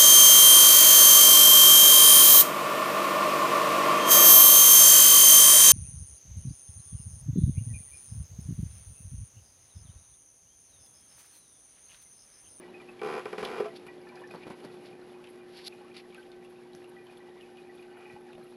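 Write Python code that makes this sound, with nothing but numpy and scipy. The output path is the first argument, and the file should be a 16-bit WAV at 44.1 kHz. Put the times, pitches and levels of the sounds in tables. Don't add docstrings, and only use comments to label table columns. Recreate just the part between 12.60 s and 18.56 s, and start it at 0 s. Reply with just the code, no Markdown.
import sys
import numpy as np
from scipy import signal
from scipy.fft import rfft, irfft, next_fast_len
from scipy.io import wavfile
from scipy.ndimage import uniform_filter1d, map_coordinates

SR = 44100
rng = np.random.default_rng(int(sys.argv[2]) if len(sys.argv) > 2 else 0)


def invert_db(level):
    return 10 ** (np.asarray(level, dtype=float) / 20)


def store_pcm(level_fs):
    pcm = np.round(np.clip(level_fs, -1, 1) * 32767).astype(np.int16)
    wavfile.write(sys.argv[1], SR, np.atleast_2d(pcm).T)


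N = 262836
MIDDLING_DB = -48


def unit(x):
    return x / np.sqrt(np.mean(x ** 2) + 1e-20)


def along(points, hz):
    f, v = np.transpose(points)
    return np.interp(np.log(hz + 1), np.log(f + 1), v)


def curve(points):
    s, value = np.transpose(points)
    return np.interp(np.arange(N) / SR, s, value)


def wobble(rate):
    knots = rng.standard_normal(int(N * rate / SR) + 4)
    return map_coordinates(knots, [np.arange(N) * rate / SR])


def filtered(x, response):
    m = next_fast_len(N + SR // 2)
    return irfft(rfft(x, m) * response(np.fft.rfftfreq(m, 1 / SR)), m)[:N]


def modes(table):
    def response(f):
        total = 0
        for k, (hz, width, db) in enumerate(table):
            total = total + (-1) ** k * invert_db(db) * 1j * f * width / (hz * hz - f * f + 1j * f * width)
        return total
    return response


def tuned(hz, table):
    return [(f, width, db) for f, (width, db) in zip(hz, table)]


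def grit(rate, spread_db):
    hit, size, sign = rng.random((3, N))
    height = invert_db(-spread_db * np.log(size + 0.38))
    return unit((hit < rate / SR) * height * np.sign(sign - 0.5))


def add(track, s, sound):
    part = track[round(s * SR):][:len(sound)]
    part += sound[:len(part)]


def ring(db, hz, t60, rise, rough):
    t = np.arange(SR // 4) / SR
    drift = rough * np.cumsum(rng.standard_normal(len(t))) / np.sqrt(SR)
    return invert_db(db - 60 * t / t60) * (1 - np.exp(-t / rise)) * np.sin(2 * np.pi * hz * t + drift)


def swell(s, rise, fall):
    t = np.arange(N) / SR - s
    return invert_db(-20 * np.abs(t / np.where(t < 0, rise, fall)))


# time in seconds, peak in dB.
SLIPS = [(.4161, -26.5), (.4325, -28.5), (.4467, -28.5), (.4605, -28), (.4729, -28), (.4858, -28),
         (.4991, -27.5), (.5119, -28.5), (.5248, -27.5), (.5383, -27.5), (.5513, -27.5), (.5645, -27.5),
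         (.5785, -27.5), (.594, -29.5), (.6561, -25.5), (.7295, -26.5), (.7808, -27), (.8277, -25.5),
         (.843, -31), (.8569, -30.5), (.872, -31), (.8863, -31.5), (.9012, -31.5), (.9145, -30),
         (.9252, -33), (.935, -34.5), (.9434, -32), (.9561, -32.5), (.9644, -34), (.973, -33),
         (.9804, -32.5), (.9872, -33), (.9911, -34.5), (.9962, -33.5), (1.0005, -28), (1.0052, -33),
         (1.0106, -32.5), (1.0196, -35.5), (1.0319, -38), (1.0433, -33), (1.051, -37), (1.0554, -36),
         (1.0599, -35)]
# delay in seconds, level in dB.
ECHOES = [(.0007, 3), (.0027, 0), (.0081, -3), (.0146, -7), (.026, -4), (.035, -10)]
WOOD_HZ = [185, 232, 292, 385, 424, 518, 677, 746, 792, 991, 1025, 1069, 1145, 1195, 1260, 1320, 1422, 1560,
           1760, 1945, 2260, 2440, 2650, 2830, 3120, 3400, 4680, 5150]
# width in Hz, level in dB.
WOOD = [(39.8, -26), (39.7, -13.5), (39.7, -16.5), (29.4, -10), (16, 5), (21, -4.5), (31, -10.5),
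        (20, -9.5), (30.8, -7.5), (20, -13.5), (17.8, -8), (20, -12), (19.7, -10.5), (20, -9.5), (20, -17),
        (22, -11), (21.9, -14), (30, -14), (149, -23), (51, -20), (70, -18.5), (35, -11), (50, -24.5),
        (40, -21.5), (60, -24), (60, -30), (70, -30.5), (80, -26.5)]
# frequency in Hz, level in dB per Hz.
DUST = [(800, 1.5), (2500, -2.5), (4900, -11), (6500, -12), (14000, -26)]
# start in seconds, lift in seconds, grit level in dB, drift in dB per second.
DRAG = [
    (0.422, 0.594, -53.5, 6),
    (0.776, 0.813, -46.5, 0),
    (0.822, 0.99, -55, 0),
    (1.034, 1.086, -61, -36),
]
# peak time in seconds, level in dB, rise in seconds, fall
# in seconds.
GRIT_SWELL = (0.81, -49, 0.82, 0.37)


def chair():
    wood_modes = tuned(WOOD_HZ, WOOD)
    seat, frame = modes(wood_modes[:4]), modes(wood_modes[4:])
    click = modes([(1300, 1400, 0)])

    def body(hz):
        return frame(hz) - seat(hz)

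    def wood(hz):
        echoes = sum(invert_db(db - 31.5) * np.exp(-2j * np.pi * hz * s) for s, db in ECHOES)
        return body(hz) + click(hz) ** 2 * echoes

    scrape = unit(filtered(grit(900, 4.1), body))
    dust = unit(filtered(grit(2500, 1.6), lambda hz: invert_db(along(DUST, hz))))
    slips = np.zeros(N)
    for s, db in SLIPS:
        slips[round(s * SR)] = invert_db(db + 1.5)
    one_slip = filtered(np.arange(N) == 0, wood)
    out = filtered(slips, wood) / np.abs(one_slip).max()

    t = np.arange(SR // 5) / SR
    out += invert_db(-29) * dust * signal.fftconvolve(slips, np.exp(-t / 0.013))[:N]
    s, db, rise, fall = GRIT_SWELL
    out += invert_db(db) * swell(s, rise, fall) * dust

    for start, lift, dust_db, drift in DRAG:
        since = np.clip(np.arange(N) / SR - start, 0, 1)
        lifted = np.maximum(since - (lift - start), 0)
        load_db = drift * since - 600 * lifted
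        grit_db = dust_db + 297 * lifted
        roughen = 1 - np.exp(-since / 0.0054)
        out += roughen * invert_db(load_db) * (invert_db(-47) * scrape + invert_db(grit_db) * dust)
    return out


# time in seconds, board level in dB, board pitch in Hz,
# ring time (60 dB) in seconds, edge level in dB.
DROPS = [
    (1.0015, -19.5, 418.6, 0.1, -55),
    (1.003, -29, 513, 0.056, -58),
    (1.045, -52, 430, 0.03, -50),
    (1.058, -37, 664, 0.12, -45),
]
# time in seconds, board level in dB, board pitch in Hz, edge level in dB.
STEPS = [(1.266, -72, 497, -34), (1.38, -43.5, 550, -57), (1.605, -39, 480, -64), (1.618, -39, 960, -53),
         (1.71, -44, 595, -35.5), (1.739, -34.5, 594, -57), (1.747, -33, 820, -55), (1.751, -37, 560, -53),
         (1.762, -42, 910, -54), (1.8677, -33.5, 395, -58), (1.88, -42, 806, -47),
         (1.9015, -31.5, 400, -53), (1.906, -35, 920, -42), (1.918, -66, 500, -37), (2.041, -40, 416, -42),
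         (2.048, -63, 503, -41), (1.743, -44, 336, -60), (1.868, -41, 274, -60), (1.9025, -34.5, 280, -60),
         (2.046, -48, 205, -60), (2.142, -45, 425, -58), (2.393, -43, 448, -63), (3.501, -49, 520, -55),
         (5.73, -50, 781, -51), (5.371, -46, 1400, -60), (5.376, -46, 650, -59), (5.391, -46, 800, -55),
         (5.407, -59, 1300, -47), (5.78, -39, 650, -61), (5.791, -50, 517, -61), (5.922, -47, 890, -51)]


def knocks():
    out, t = np.zeros(N), np.arange(SR // 4) / SR
    joist_hz = 228
    contacts = list(DROPS)
    for s, board_db, board_hz, edge_db in STEPS:
        t60 = 0.022 * invert_db(0.13 * (MIDDLING_DB - board_db))
        contacts.append((s, board_db, board_hz, t60, edge_db))
    for s, board_db, board_hz, t60, edge_db in contacts:
        joist_db = -49 + 0.24 * (board_db - MIDDLING_DB) - 11.5 * np.log2(board_hz / (2 * joist_hz))
        joist_db += 6 * (s == DROPS[0][0])
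        noise = signal.lfilter([1, -1], [1, -1.8, 0.83], rng.standard_normal(len(t)))
        heel = invert_db(board_db - 31 - 60 * t / 0.0028)
        edge = noise * (invert_db(edge_db - 19 - 60 * t / 0.066) + heel)
        board = ring(board_db + 3, board_hz, t60, rise=0.02 * t60, rough=0.5 / t60)
        pitch = joist_hz * invert_db(0.6 * rng.standard_normal())
        joist = ring(joist_db + 4.5, pitch, 0.064, rise=0.00064, rough=31.3)
        add(out, s, board + joist + edge)
    return out


# time in seconds, peak in dB, pitch in Hz, ring time (60 dB) in seconds.
BUMPS = [
    (.815, -46, 35, 0.18),
    (4.1484, -41.5, 168, 0.007),
    (5.54, -43.5, 70, 0.033),
    (5.749, -47.5, 60, 0.047),
]


def bumps():
    out = np.zeros(N)
    for s, db, hz, t60 in BUMPS:
        add(out, s, -ring(db + 15.5, hz, t60, rise=0.079 * t60, rough=0))
    return out


# time in seconds, peak in dB, pitch in Hz.
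TICKS = [(0.2153, -46, 3040), (0.393, -43, 3270), (0.617, -44, 3000), (0.985, -37, 2450),
         (1.1615, -39, 3670), (1.4152, -50, 4800), (1.5555, -44, 4620), (1.757, -44, 4400),
         (1.878, -50, 3070), (2.0032, -48, 2900), (2.6715, -41.5, 2670), (3.368, -53, 4800),
         (3.504, -49, 3120), (3.7163, -43.5, 4000), (4.132, -44.5, 4060), (4.2428, -42.5, 2910),
         (4.358, -53, 3100), (4.468, -44, 3200), (4.571, -45, 3000), (4.8092, -40.5, 2790),
         (4.97, -44, 2780), (5.226, -42, 2630), (5.73, -41, 2790)]
# time in seconds, peak in dB, pitch in Hz.
SNAPS = [(1.082, -45, 2630), (1.488, -47, 4500), (1.674, -45, 5430), (1.2655, -42, 2450),
         (2.6405, -41, 2450), (2.882, -53, 2880), (3.281, -48, 2620), (3.546, -38, 2560),
         (3.628, -49, 2940), (3.847, -44, 2750), (5.75, -45.5, 2600)]
# time in seconds, peak in dB, pitch in Hz.
GRAINS = [
    (.8422, -38, 3020),
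    (0.849, -23.5, 3370),
    (0.85, -33, 5060),
    (0.852, -22, 3440),
    (.8535, -33.5, 4900),
    (4.1504, -42, 1730),
]
# time in seconds, peak in dB, pitch in Hz, snap in dB, ring time in seconds.
CRACK = (4.1501, -33, 5900, -13, .004)


def ticks():
    out, t = np.zeros(N), np.arange(SR // 4) / SR
    events = [CRACK]
    for table, snap_db, t60 in [(TICKS, -16, 0.021), (SNAPS, -10, 0.021), (GRAINS, -16, 0.008)]:
        events += [(*row, snap_db, t60) for row in table]
    for s, db, hz, snap_db, t60 in events:
        snap = invert_db(db + snap_db - 60 * t / 0.0056) * np.diff(rng.standard_normal(len(t) + 1))
        add(out, s, ring(db + 1.5, hz, t60, rise=0.05 * t60, rough=55) + snap)
    return out


# time in seconds, flow in dB.
FLOW = [(0, 4), (.3, -6), (.7, 1), (1.2, -2), (1.55, 3.5), (2.0, 2), (2.5, -1.5), (3.1, -0.5), (3.9, -3.5),
        (4.5, 0), (5.2, -0.5), (5.47, 6.5), (5.65, -2.5), (5.96, -6)]
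PIPE_HZ = [781, 845, 1117, 1535, 1780, 1958, 2344, 2465, 2900]
# width in Hz, level in dB.
PIPE = [(24.3, -1), (34.3, -6.5), (33.7, -12), (25.2, -9.5), (21, -10), (35.2, -7), (38, -8.5),
        (58.3, -6.5), (53, -12.5)]
# time in seconds, peak in dB, pitch in Hz.
LOW_DRIPS = [(1.52, -45, 990), (1.562, -43, 766), (2.312, -48, 784), (3.209, -45.5, 808), (4.685, -52, 788),
             (5.374, -56, 742), (5.562, -40, 830), (5.664, -47.5, 779), (5.695, -48, 843),
             (5.778, -53, 653)]
MID_DRIPS = [(0.035, -47.5, 1946), (0.2234, -47.5, 1973), (1.1039, -47.5, 1954), (1.2855, -43, 1960),
             (1.469, -45, 1767), (1.5715, -46, 1760), (1.637, -39, 1775), (3.579, -42.5, 1556),
             (4.365, -45.5, 1950), (4.6038, -50, 1960), (4.77, -51.5, 1960), (4.799, -52, 1830),
             (5.093, -47, 1965), (5.4979, -48, 1947)]
TOP_DRIPS = [(0.022, -53, 2315), (0.1417, -39.5, 2510), (0.1997, -44, 2390), (0.274, -51, 2440),
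             (0.288, -37.5, 2564), (0.394, -42, 2306), (1.2816, -41, 2407), (1.493, -43, 2350),
             (1.5776, -53, 2500), (1.7068, -41, 2476), (1.8138, -52, 2270), (1.8309, -46, 2425),
             (2.3277, -51, 2456), (2.5406, -53, 2490), (2.808, -54, 2400), (3.1242, -40.5, 2474),
             (3.3141, -49.5, 2460), (3.523, -51, 2310), (3.5513, -50, 2470), (4.384, -52, 2430),
             (4.496, -46.5, 2460), (4.828, -48, 2550), (4.9831, -44.5, 2487), (5.1928, -47, 2450),
             (5.455, -44, 2490), (5.4987, -44, 2440)]
DRIP_T60 = [0.11, 0.1, 0.079]
DRIP_DAMPS = [0.66, .05, 0.32]


def trickle():
    pipe = tuned(PIPE_HZ, PIPE)
    murmur = np.zeros(N)
    for hz, width, db in pipe:
        splashes = unit(filtered(grit(120, 5.5), modes([(hz, width, 0)])))
        murmur += invert_db(db + 2.3 * wobble(15)) * splashes
    out = invert_db(curve(FLOW) - 65.5) * murmur

    blows = np.zeros(N)
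    for drips, middling_t60, damps in zip((LOW_DRIPS, MID_DRIPS, TOP_DRIPS), DRIP_T60, DRIP_DAMPS):
        for s, db, hz in drips:
            t60 = middling_t60 * invert_db(damps * (MIDDLING_DB - db))
            add(out, s, ring(db - 1, hz, t60, rise=0.0014, rough=4.7))
            blows[round(s * SR)] = invert_db(db + 34)
    out += filtered(blows, modes(pipe))

    t = np.arange(SR // 40) / SR
    for when, pitch, size in rng.random((340, 3)):
        hz = 800 * 6 ** pitch
        rising = 2 * np.pi * hz * t * (1 + 9 * t)
        gain = invert_db(-62 + 11 * size - 60 * t * hz / 70) * (1 - np.exp(-t / 0.00044))
        add(out, when * (N - 1) / SR, gain * np.sin(rising))
    return out


# frequency in Hz, level in dB per Hz.
CLOTH = [(400, -62), (1500, -8), (2600, -13), (3300, 3.5), (4550, 9), (5500, 2.5), (6300, -8),
         (9350, -10.5), (10600, -9), (14000, -16)]
# peak time in seconds, rub in dB, fold in dB, rise and fall in seconds.
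RUSTLE = [(1.168, -49, -48, 0.036, 0.025), (1.282, -85, -60, .035, .04), (1.714, -61, -66, 0.076, 0.2),
          (1.838, -75, -45, 0.044, 0.0072), (1.912, -66, -50, 0.046, 0.062),
          (2.048, -58, -56, 0.046, 0.069), (2.258, -55.5, -50, 0.019, 0.064),
          (2.642, -77, -49.5, 0.0055, 0.023), (2.977, -51, -46, 0.093, 0.12),
          (3.07, -48, -51, 0.033, 0.0086), (3.081, -33.5, -48, 0.03, 0.0033),
          (3.345, -53.5, -50, 0.007, .05), (3.367, -45.5, -42.5, 0.0066, 0.028),
          (3.404, -58, -46, .05, 0.012), (3.56, -64, -61, 0.075, 0.094)]


def clothes():
    fold_mode = modes([(2500, 2000, 0)])
    rub = filtered(grit(4000, 14), lambda hz: invert_db(along(CLOTH, hz)))
    rub = unit(invert_db(0.91 * wobble(170)) * rub)
    fold = filtered(grit(3000, 2.5), lambda hz: fold_mode(hz) ** 2)
    fold = unit(invert_db(1.5 * wobble(120)) * fold)
    out = np.zeros(N)
    for s, rub_db, fold_db, rise, fall in RUSTLE:
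        out += swell(s, rise, fall) * (invert_db(rub_db) * rub + invert_db(fold_db - 6) * fold)
    return out


# frequency in Hz, rms level in dB.
HUM = [(120, -75.5), (180, -70), (240, -62.5), (300, -75), (360, -51.5), (420, -79), (480, -79), (660, -77),
       (780, -67)]


def pump():
    out, t = np.zeros(N), np.arange(N) / SR
    for hz, db in HUM:
        waver = invert_db(0.8 * wobble(6)) * np.exp(0.12j * wobble(8))
        turning = np.exp(2j * np.pi * (hz * t + rng.random()))
        out += np.sqrt(2) * invert_db(db) * np.imag(waver * turning)
    return out


# frequency in Hz, level in dB per Hz.
AIR = [(12, -14), (30, 5.5), (120, -7), (230, -9), (420, -6.5), (600, -12.5), (900, -18.5), (1300, -21.5),
       (2500, -25), (5000, -28.5), (8000, -34.5), (14000, -39.5)]
# time in seconds, stir in dB.
ROOM = [(0, 6.5), (.4, 2.5), (1.15, 6.5), (1.45, 3), (2.1, 7), (2.4, 4), (2.65, 1.5), (4.1, 0), (4.4, 1),
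        (5.96, 0)]


def air():
    def low(hz):
        return 1 / (1 + (hz / 1300) ** 2)

    stir_db = curve(ROOM)
    rest_db = -55
    hiss_db = -61.5 + 0.22 * stir_db
    rumble = rng.standard_normal(N)
    rumble = unit(filtered(rumble, lambda hz: invert_db(along(AIR, hz)) * np.sqrt(low(hz))))
    hiss = rng.standard_normal(N) + 0.61 * grit(400, 1.9)
    hiss = unit(filtered(hiss, lambda hz: invert_db(along(AIR, hz)) * np.sqrt(1 - low(hz))))
    fizz = unit(filtered(grit(1500, 3), modes([(10650, 2600, 0)])))
    flicker = invert_db(hiss_db - 21.5 + 0.58 * wobble(42) + 7.3 * wobble(50))
    deep = filtered(rumble, lambda hz: 1 / (1 + (hz / 108) ** 4))
    out = invert_db(rest_db + stir_db + 0.25 * wobble(12)) * (rumble - deep) + invert_db(rest_db) * deep
    return out + invert_db(hiss_db + 1.17 * wobble(25)) * hiss + flicker * fizz


def walls(x):
    t = np.arange(SR // 3) / SR
    tail = uniform_filter1d(rng.standard_normal(len(t)), size=4) * invert_db(-60 * t / 0.1)
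    late = np.pad(x, (200, 0))
    return signal.fftconvolve(late, tail / np.linalg.norm(tail))[:N]


def scene():
    leg = chair()
    near = knocks() + bumps() + ticks() + trickle()
    answer = walls(near + invert_db(-6) * leg)
    return (leg + near + invert_db(-12) * answer + clothes() + pump() + air())[None]


def roll_off(x):
    return signal.sosfilt(signal.butter(12, 12680, fs=SR, output="sos"), x)


# frequency in Hz, gain in dB.
MIC = [(15, -27), (60, -22), (130, -4), (250, 0.5), (4500, -2.5), (6200, -7), (8000, -9.5), (9400, -7),
       (10800, 5), (11800, -4), (12600, -32), (14000, -40)]


def record(dry):
    mix = filtered(dry[0], lambda hz: invert_db(along(MIC, hz)))[None]
    return roll_off(mix)


dry = scene()
out = record(dry)
store_pcm(out)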